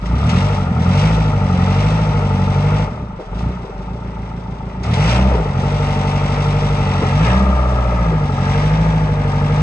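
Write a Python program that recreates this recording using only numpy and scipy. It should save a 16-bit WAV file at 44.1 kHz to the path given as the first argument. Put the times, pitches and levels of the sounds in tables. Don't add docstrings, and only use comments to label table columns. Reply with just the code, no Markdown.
import sys
import numpy as np
from scipy import signal
from scipy.fft import rfft, irfft, next_fast_len
from scipy.io import wavfile
from scipy.ndimage import uniform_filter1d, map_coordinates

SR = 44100
rng = np.random.default_rng(int(sys.argv[2]) if len(sys.argv) > 2 else 0)


def bounce(signal):
    frames = np.transpose(np.atleast_2d(signal))
    limited = np.clip(frames, -1, 1)
    pcm = np.round(limited * 32767).astype(np.int16)
    wavfile.write(sys.argv[1], SR, pcm)


N = 424241

# (time [s], speed [firings/s])
PEDAL_SPEED = [(0.0, 23.5), (0.482, 51.8), (0.761, 39.26), (1.109, 55.33), (1.573, 44.02), (1.949, 54.18),
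               (2.387, 46.6), (2.85, 52.4), (2.96, 33.5), (3.1, 28), (3.24, 17.5), (3.38, 28), (3.504, 32),
               (3.748, 22.76), (3.96, 29.4), (4.06, 27.5), (4.78, 27.46), (5.085, 57.7), (5.268, 66.61),
               (5.512, 42.77), (5.711, 50.33), (5.884, 47.94), (6.725, 49.49), (7.096, 44.52),
               (7.368, 65.91), (8.003, 57.68), (8.339, 44.78), (8.829, 54.21), (9.309, 48.08),
               (9.62, 50.88)]
FLYWHEEL_S, WORKING_FIRINGS_PER_S = .11, 50
# (exhaust puff [dB], puff lag [firings], knock [dB])
CYLINDERS = [(-1.2, 0, .7), (1.6, .04, -.6), (2.4, -.005, .4), (-5.5, .02, -.4)]
START_FIRINGS, STRONG_AT_FIRINGS = 1.45, 1.7

# (time [s], relative level [dB])
EXHAUST_LOAD = [(0.0, -27.5), (0.13, -13.5), (0.4, -15), (0.65, -16.5), (0.9, -13.5), (2.81, -15),
                (2.91, -23.5), (3.04, -20), (3.24, -36), (3.46, -15), (3.67, -31.5), (3.92, -25),
                (4.78, -24.5), (4.87, -16.5), (5.2, -13), (5.42, -18.5), (5.6, -16), (7.25, -14.5),
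                (7.65, -19), (8.1, -16.5), (8.6, -15.5), (9.62, -14.5)]
# (speed [firings/s], relative level [dB])
FIRING_NOTE = [(28, -53), (40, -38), (46, -28.5), (50, -24), (55, -19), (60, -17.5), (65, -14.5)]
# (speed [firings/s], harmonics 2, 3, 4, 5 [dB re load], throb [dB re load])
PIPE_SHARES = [(27, -3.5, -19, -22, -24, 0), (33, -6, -15, -11, -17, -2.5), (39, -6.5, -7, -7, -16, -4),
               (44, -4.5, -7, -7, -17, -6.5), (47, -3.5, -7.5, -6, -17, -8.5),
               (50, -3.5, -4.5, -17, -22, -9.5), (54, -5.5, -2.5, -18, -23, -10),
               (58, -3, -11, -20, -24, -7), (61, -1, -17, -22, -25, -6), (65, -10, -2.5, -22, -26, -6)]
HARMONIC_LOPE_DB = (1, 1.3, 2.2, 2.8, 2.5)
# (start [s], end [s])
TURN_S = (3.5, 5.5)
TURN_DB = (0.5, -3, 1.5, -6, 1)
SURGE_DB_S_PER_OCTAVE, SURGE_LIMIT_OCTAVES_PER_S = .9, 4
HARMONIC_WAVER_DB, HARMONIC_WAVER_KNOTS_PER_S = .8, 6
GAS_DB = -16
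# (frequency [Hz], width [Hz], level [dB])
PIPE_MODES = [(66, 21, 1.5), (125.8, 18.7, 6), (138.3, 29, 3.5), (192.2, 14.7, 5), (234, 17.5, -0.5),
              (307, 40, -16.5)]
# (frequency [Hz], width [Hz], level [dB])
DRUM_MODES = [(112, 22, -3), (150, 26, -2.5), (187, 20, 1)]

# (time [s], relative level [dB])
FUEL = [(0.0, -48), (0.37, -30.5), (0.72, -44.5), (1.0, -29.5), (1.36, -41), (1.8, -33), (2.2, -39.5),
        (2.82, -37), (2.89, -47), (3.08, -54.5), (3.29, -52), (3.4, -43.5), (3.6, -50.5), (4.81, -51.5),
        (4.86, -39), (4.99, -31.5), (5.12, -26), (5.24, -36.5), (5.5, -43), (5.65, -37), (5.9, -35.5),
        (7.1, -35), (7.27, -29), (7.45, -40), (8.2, -42), (8.57, -34.5), (9.15, -42), (9.62, -36.5)]
WORKING_FUEL_DB, FULL_KNOCK_FUEL_DB, FULL_FUEL_DB = -38, -39, -28
# (frequency [Hz], width [Hz], level [dB])
SUMP_MODES = [(300, 50, -2.5), (440, 85, -1), (555, 70, 0)]
# (frequency [Hz], width [Hz], level [dB])
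BLOCK_MODES = [(603, 36, -2), (768, 28, 1), (825, 40, -7), (874, 38, 4.5)]
# (frequency [Hz], width [Hz], level [dB])
COVER_MODES = [(1185, 70, -1), (1272, 58, 2.5), (1385, 70, -3)]
# (frequency [Hz], width [Hz], level [dB])
GUARD_MODES = [(385, 18, 0), (586, 28, 0)]
# (level at working speed and fuel [dB], speed slope [dB/octave], fuel slope [dB/dB])
SUMP_LAW = (-31.7, 10.5, 0.35)
# (level at working speed and fuel [dB], speed slope [dB/octave], fuel slope [dB/dB])
BLOCK_LAW = (-28.2, 6, 0.4)
# (level at working speed and fuel [dB], speed slope [dB/octave], fuel slope [dB/dB])
COVER_LAW = (-30.5, 6.3, 0.39)
# (level at working speed and fuel [dB], speed slope [dB/octave], fuel slope [dB/dB])
CLATTER_LAW = (-30.5, 2.9, 0.7)
# (time [s], extra level [dB])
FLANK = [(0, -1), (2.8, -3.5), (5.3, -6.5), (6.9, -3), (7.3, 1), (8.1, 1), (8.9, -3), (9.62, 1)]

# (frequency [Hz], relative level [dB])
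CLATTER_SPECTRUM = [(200, -25), (420, 3), (1000, 3.5), (1450, 1.5), (1650, 9), (1950, 0.5), (2700, -3.5),
                    (3300, -15), (4500, -50.5), (9000, -66.5)]
# (frequency [Hz], relative level [dB])
RASP_SPECTRUM = [(1500, -36), (2800, -5), (3300, 7.5), (4300, -1.5), (5200, 0), (6100, -1.5), (6900, -14),
                 (7800, -1.5), (8900, -17.5)]
# (frequency [Hz], width [Hz], level [dB])
MANIFOLD_MODES = [(2313, 390, -1.5), (2760, 450, -0.5)]
CLATTER_WAVER_DB, ROAR_DB_PER_FUEL_DB = 1, .5
# (time [s], frequency [Hz])
GROUND_DIP = [(0, 1650), (6.9, 1650), (7.3, 1430), (8.4, 1440), (9.0, 1320), (9.62, 1370)]
DIP_DB, DIP_SIGMA_HZ = -8, 65

# (frequency [Hz], T60 [s])
YARD_T60 = [(100, 0.16), (600, 0.16), (3000, 0.095), (9000, 0.12)]
# (frequency [Hz], gain [dB])
SIDE_GAIN = [(150, -28), (300, -17), (450, -12), (700, -10), (1400, -10), (2600, -7), (4500, -5),
             (7000, -9), (8500, -6)]
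# (frequency [Hz], left minus right [dB])
PORT_LEAN = [(400, 0), (700, 2), (1150, 5), (1600, 0), (2600, -1), (5000, 5), (7000, .5)]
# (frequency [Hz], delay [s])
PORT_LAG = [(300, 0), (750, .00017), (1400, .0001), (2000, .00045)]
TOP_HZ = 9050

# (time [s], relative level [dB])
CLICKS = [(0.057, -29), (0.2924, -19), (1.59, -38.5), (3.392, -36), (4.833, -25), (4.936, -21.5)]
# (frequency [Hz], relative level [dB])
CLICK_SPECTRUM = [(600, -10.5), (2000, 13), (5000, 3.5), (9000, -8), (11500, -37.5)]
# (time [s], relative level [dB])
CLUNKS = [(3.193, -16), (3.635, -22), (3.69, -22), (5.315, -14), (5.344, -11), (5.39, -14), (5.452, -15),
          (5.626, -17), (7.016, -9.5), (8.112, -14)]
# (frequency [Hz], mean level [dB], T60 [s])
MAST_MODES = [(315, -4, .09), (385, -3, .11), (430, -1, .1), (490, -1, .09), (610, -5, .07), (900, -9, .05),
              (1300, -13, .04)]


def amp(db):
    return 10 ** (np.asarray(db) / 20)


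def unit(x):
    return x / np.sqrt(np.mean(x ** 2) + 1e-20)


def along(points, hz):
    f, v = np.transpose(points)
    return np.interp(np.log(hz + 1), np.log(f + 1), v)


def curves(rows):
    s, *cols = np.transpose(rows)
    return [np.interp(np.arange(N) / SR, s, c) for c in cols]


def wobble(knots_per_s):
    knots = rng.standard_normal(int(N * knots_per_s / SR) + 4)
    return map_coordinates(knots, [np.arange(N) * knots_per_s / SR], order=2)


def filtered(x, response):
    m = next_fast_len(N + SR // 2)
    return irfft(rfft(x, m) * response(np.fft.rfftfreq(m, 1 / SR)), m)[..., :N]


def body(modes, f):
    total = 0
    for k, (centre, width, db) in enumerate(modes):
        damping = 1j * f * width
        total = total + (-1) ** k * amp(db) * damping / (centre * centre - f * f + damping)
    return total


def crank_speed():
    return uniform_filter1d(curves(PEDAL_SPEED)[0], int(FLYWHEEL_S * SR), mode="nearest")


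def lope(firings, depth_db, peak_at):
    return amp(depth_db * np.cos(np.pi / 2 * (firings - peak_at)))


def bursts(firings, decay, steady):
    strength = amp(np.interp(firings, np.arange(4), np.array(CYLINDERS)[:, 2], period=4))
    age = firings % 1
    flare = np.exp(-age / decay) - np.exp(-4 * age / decay)
    return unit(strength * (steady + 2 * flare) * rng.standard_normal(N))


def exhaust_levels(speed):
    load_db, = curves(EXHAUST_LOAD)
    speeds, *shares = np.transpose(PIPE_SHARES)
    *upper_db, throb_db = [load_db + np.interp(speed, speeds, share) for share in shares]
    first_db = np.interp(speed, *np.transpose(FIRING_NOTE))
    octaves_per_s = np.gradient(np.log2(speed)) * SR
    limit = SURGE_LIMIT_OCTAVES_PER_S
    surge_db = SURGE_DB_S_PER_OCTAVE * np.clip(octaves_per_s, -limit, limit)
    turned = np.interp(np.arange(N) / SR, TURN_S, [0, 1])
    levels_db = [first_db] + [db + surge_db for db in upper_db]
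    harmonics_db = [db + turn_db * turned + HARMONIC_WAVER_DB * wobble(HARMONIC_WAVER_KNOTS_PER_S)
                    for db, turn_db in zip(levels_db, TURN_DB)]
    return harmonics_db, throb_db


def exhaust(firings, speed, harmonics_db, throb_db, width_firings=.0023, reflect=.12, round_trip_s=.01703):
    n = np.round(firings).astype(int)
    size_db, lag, _ = np.array(CYLINDERS)[n % 4].T
    size_db = size_db + .5 * rng.standard_normal(n[-1] + 1)[n]
    puffs = amp(size_db) * np.exp(-.5 * ((firings - n - lag) / width_firings) ** 2)

    turns = [np.exp(2j * np.pi * k * firings) for k in range(1, len(harmonics_db) + 1)]
    swing = puffs.mean() + sum(2 * np.real(np.mean(puffs / z) * z) for z in turns)
    gas = amp(GAS_DB) * np.sqrt(SR / 600) * bursts(firings, decay=.89, steady=.49)

    def pipe_response(f):
        echoes = 1 / (1 - reflect * np.exp(-2j * np.pi * f * round_trip_s))
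        return body(PIPE_MODES, f) * echoes / (1 + 1j * f / 450) ** 2

    def drum_response(f):
        return body(DRUM_MODES, f) / (1 + 1j * f / 450) ** 2

    throb = unit(filtered(unit((puffs - swing) * np.sqrt(speed)) + gas, pipe_response))
    drum = unit(filtered(unit(puffs * np.sqrt(speed)) + gas, drum_response))
    idling = .85 * np.clip((42 - speed) / 12, 0, 1)

    hz = np.arange(1, 400)
    shift = np.exp(1j * np.angle(body(PIPE_MODES, hz)))
    boom = 0
    for k, (db, depth_db, z) in enumerate(zip(harmonics_db, HARMONIC_LOPE_DB, turns), 1):
        tone = np.sqrt(2) * np.real(z * np.interp(k * speed, hz, shift))
        boom = boom + amp(db) * lope(firings, depth_db, STRONG_AT_FIRINGS) * tone
    return boom + amp(throb_db) * ((1 - idling) * throb + idling * drum)


def impulses(firings, angles, sizes):
    at = np.interp(angles.ravel(), firings, np.arange(N), left=N, right=N)
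    return np.bincount(np.round(at).astype(int), sizes.ravel(), N + 1)[:N]


def impacts(firings, spread, scatter, loose_db, gap_share, count):
    n = np.arange(int(firings[-1]) + 1)
    cylinder = n % 4
    between = np.arange(count) % 2
    delay = np.where(between, rng.random((4, count)), spread * rng.exponential(size=(4, count)))
    sign = rng.choice([-1, 1], (4, count))
    size = sign * np.where(between, gap_share, 1) * amp(np.array(CYLINDERS)[:, 2:])
    angles = n[:, None] + delay[cylinder] + scatter * rng.standard_normal((len(n), count))
    sizes = size[cylinder] * amp(loose_db * rng.standard_normal(angles.shape))
    return unit(impulses(firings, angles, sizes) / np.sqrt(np.gradient(firings)))


def metal_level(law, speed, fuel_db):
    working_db, octave_db, fuel_share = law
    octaves = np.log2(speed / WORKING_FIRINGS_PER_S)
    return working_db + octave_db * octaves + fuel_share * (fuel_db - WORKING_FUEL_DB)


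def knock(firings, speed, fuel_db, guard_db=-39):
    n = np.arange(int(firings[-1]) + 1)
    stroke_db = np.array(CYLINDERS)[n % 4, 2] + 1.5 * rng.standard_normal(len(n))
    strokes = unit(impulses(firings, n + .1, amp(stroke_db)) / np.sqrt(speed))
    blows = impacts(firings, spread=.35, scatter=.001, loose_db=.9, gap_share=1.1, count=56)
    blows = blows + .25 * bursts(firings, decay=.3, steady=1.2)
    churn = impacts(firings, spread=.3, scatter=.006, loose_db=1.5, gap_share=1, count=40)
    churn = churn + .4 * bursts(firings, decay=.4, steady=1.2)

    block_drive = (blows + .5 * strokes) * lope(firings, 1, .2)
    cover_drive = (blows + .7 * strokes) * lope(firings, 1.6, .2)
    guard_drive = (.5 * churn + strokes) * lope(firings, 3, 1.9)
    sump = unit(filtered(churn, lambda f: body(SUMP_MODES, f) * (1j * f / (220 + 1j * f)) ** 2))
    block = unit(filtered(block_drive, lambda f: body(BLOCK_MODES, f) / (1 + (f / 1050) ** 8)))
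    cover = unit(filtered(cover_drive, lambda f: body(COVER_MODES, f) / (1 + (f / 1900) ** 4)))
    guard = unit(filtered(guard_drive, lambda f: body(GUARD_MODES, f) / (1 + 1j * f / 600)))

    knock_fuel_db = np.minimum(fuel_db, FULL_KNOCK_FUEL_DB)
    sump_db = metal_level(SUMP_LAW, speed, knock_fuel_db)
    block_db = metal_level(BLOCK_LAW, speed, knock_fuel_db)
    cover_db = metal_level(COVER_LAW, speed, knock_fuel_db) + curves(FLANK)[0]
    idling = np.clip((40 - speed) / 10, 0, 1) * np.interp(fuel_db, [-56, -52], [0, 1])
    engine = amp(sump_db) * sump + amp(block_db) * block + amp(cover_db) * cover
    return engine + amp(guard_db) * idling * guard


def clatter(firings, clatter_db, rasp_db, sizzle_db=-3.5, roar_db=-4, advance_firings=.24):
    ticks = impacts(firings, spread=.3, scatter=.001, loose_db=1.5, gap_share=1.1, count=60)
    ticks = unit(ticks + .7 * bursts(firings, decay=.2, steady=1.6))
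    injection = firings + advance_firings
    rattle = impacts(injection, spread=.35, scatter=.002, loose_db=1.5, gap_share=1, count=70)
    sizzle = (.9 * bursts(injection, decay=.2, steady=1.3) + rattle) * lope(firings, 1.3, 3)
    low = unit(filtered(ticks, lambda f: amp(along(CLATTER_SPECTRUM, f))))
    high = unit(filtered(sizzle, lambda f: amp(along(RASP_SPECTRUM, f))))
    roar = unit(filtered(sizzle, lambda f: body(MANIFOLD_MODES, f) ** 2))
    low_db = clatter_db + CLATTER_WAVER_DB * wobble(15)
    high_db = rasp_db + sizzle_db + CLATTER_WAVER_DB * wobble(23)
    roar_level_db = rasp_db + roar_db + ROAR_DB_PER_FUEL_DB * (rasp_db - FULL_FUEL_DB)
    return amp(low_db) * low + amp(roar_level_db) * roar + amp(high_db) * high


def machinery(firings, speed, fuel_db):
    clatter_db = metal_level(CLATTER_LAW, speed, fuel_db)
    x = knock(firings - .3, speed, fuel_db) + clatter(firings, clatter_db, fuel_db)
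    hz, t, z = signal.stft(x, SR, nperseg=1024)
    centre_hz = np.interp(t, *np.transpose(GROUND_DIP))
    dip = np.exp(-.5 * ((hz[:, None] - centre_hz) / DIP_SIGMA_HZ) ** 2)
    return signal.istft(z * amp(DIP_DB * dip), SR, nperseg=1024)[1][:N]


def whine(firings, speed, level_db, tone_db=-12, cycles_per_firing=18):
    resonance = np.abs(body(BLOCK_MODES, cycles_per_firing * speed))
    tone = resonance * np.sin(2 * np.pi * cycles_per_firing * firings + .5 * wobble(40))
    return amp(level_db + tone_db + 1.2 * wobble(19)) * unit(tone)


def yard(x):
    hz, t, z = signal.stft(rng.standard_normal(SR // 3), SR, nperseg=256)
    t60 = along(YARD_T60, hz)[:, None]
    tail = signal.istft(z * amp(-60 * t / t60) / np.sqrt(t60), SR, nperseg=256)[1]
    return signal.oaconvolve(x, tail / np.linalg.norm(tail))[:N]


def ports(f):
    half = np.array([[.5], [-.5]])
    return amp(half * along(PORT_LEAN, f)) * np.exp(2j * np.pi * half * f * along(PORT_LAG, f))


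def air(level_db=-44):
    spectrum = [(15, -6), (45, -6), (200, -20.5), (1000, 2.5), (8000, -48)]  # (frequency [Hz], level [dB])
    return amp(level_db) * unit(filtered(rng.standard_normal((2, N)), lambda f: amp(along(spectrum, f))))


def clicks(click_db=-7, t60_s=.12):
    t = np.arange(SR // 2) / SR
    x = np.zeros(N + SR)
    for s, db in CLICKS:
        x[round(s * SR):][:len(t)] += amp(db + click_db - 60 * t / t60_s) * rng.standard_normal(len(t))
    return filtered(x[:N], lambda f: amp(along(CLICK_SPECTRUM, f)))


def clunks(ring_db=-4, thud_db=4, thud_t60_s=.24):
    t = np.arange(SR // 2) / SR
    rings, thuds = np.zeros((2, N + SR))
    rise = 1 - np.exp(-t / .003)
    for s, db in CLUNKS:
        ring = 0
        for hz, level_db, t60 in MAST_MODES:
            decay = amp(level_db + rng.normal(0, .83) - 60 * t / t60)
            ring = ring + decay * np.sin(2 * np.pi * (hz * t + rng.random()))
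        ring = ring * rise
        thud = amp(db + thud_db - 60 * t / thud_t60_s) * rise * rng.standard_normal(len(t))
        start = round(s * SR)
        rings[start:][:len(t)] += amp(db + ring_db) * ring / np.abs(ring).max()
        thuds[start:][:len(t)] += thud
    thud_modes = [(430, 330, 0), (1100, 1200, -8)]  # (frequency [Hz], width [Hz], level [dB])
    return rings[:N] + filtered(thuds[:N], lambda f: body(thud_modes, f) / (1 + 1j * f / 2500))


def scene(echo_db=-10, pipe_side_db=-26):
    speed = crank_speed()
    firings = START_FIRINGS + np.cumsum(speed) / SR
    fuel_db, = curves(FUEL)
    bumps = clicks() + clunks()
    pump = whine(firings, speed, metal_level(BLOCK_LAW, speed, fuel_db))
    metal = machinery(firings, speed, fuel_db) + pump + bumps
    mid = metal + amp(echo_db) * yard(metal)
    side = filtered(machinery(firings, speed, fuel_db) + yard(bumps), lambda f: amp(along(SIDE_GAIN, f)))
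    pipe = exhaust(firings, speed, *exhaust_levels(speed))
    pipe = pipe + amp(pipe_side_db) * np.outer([1, -1], yard(pipe))
    return filtered(np.array([mid + side, mid - side]), ports) + pipe + air()


def record(dry):
    return filtered(dry, lambda hz: hz < TOP_HZ)


dry = scene()
out = record(dry)
bounce(out)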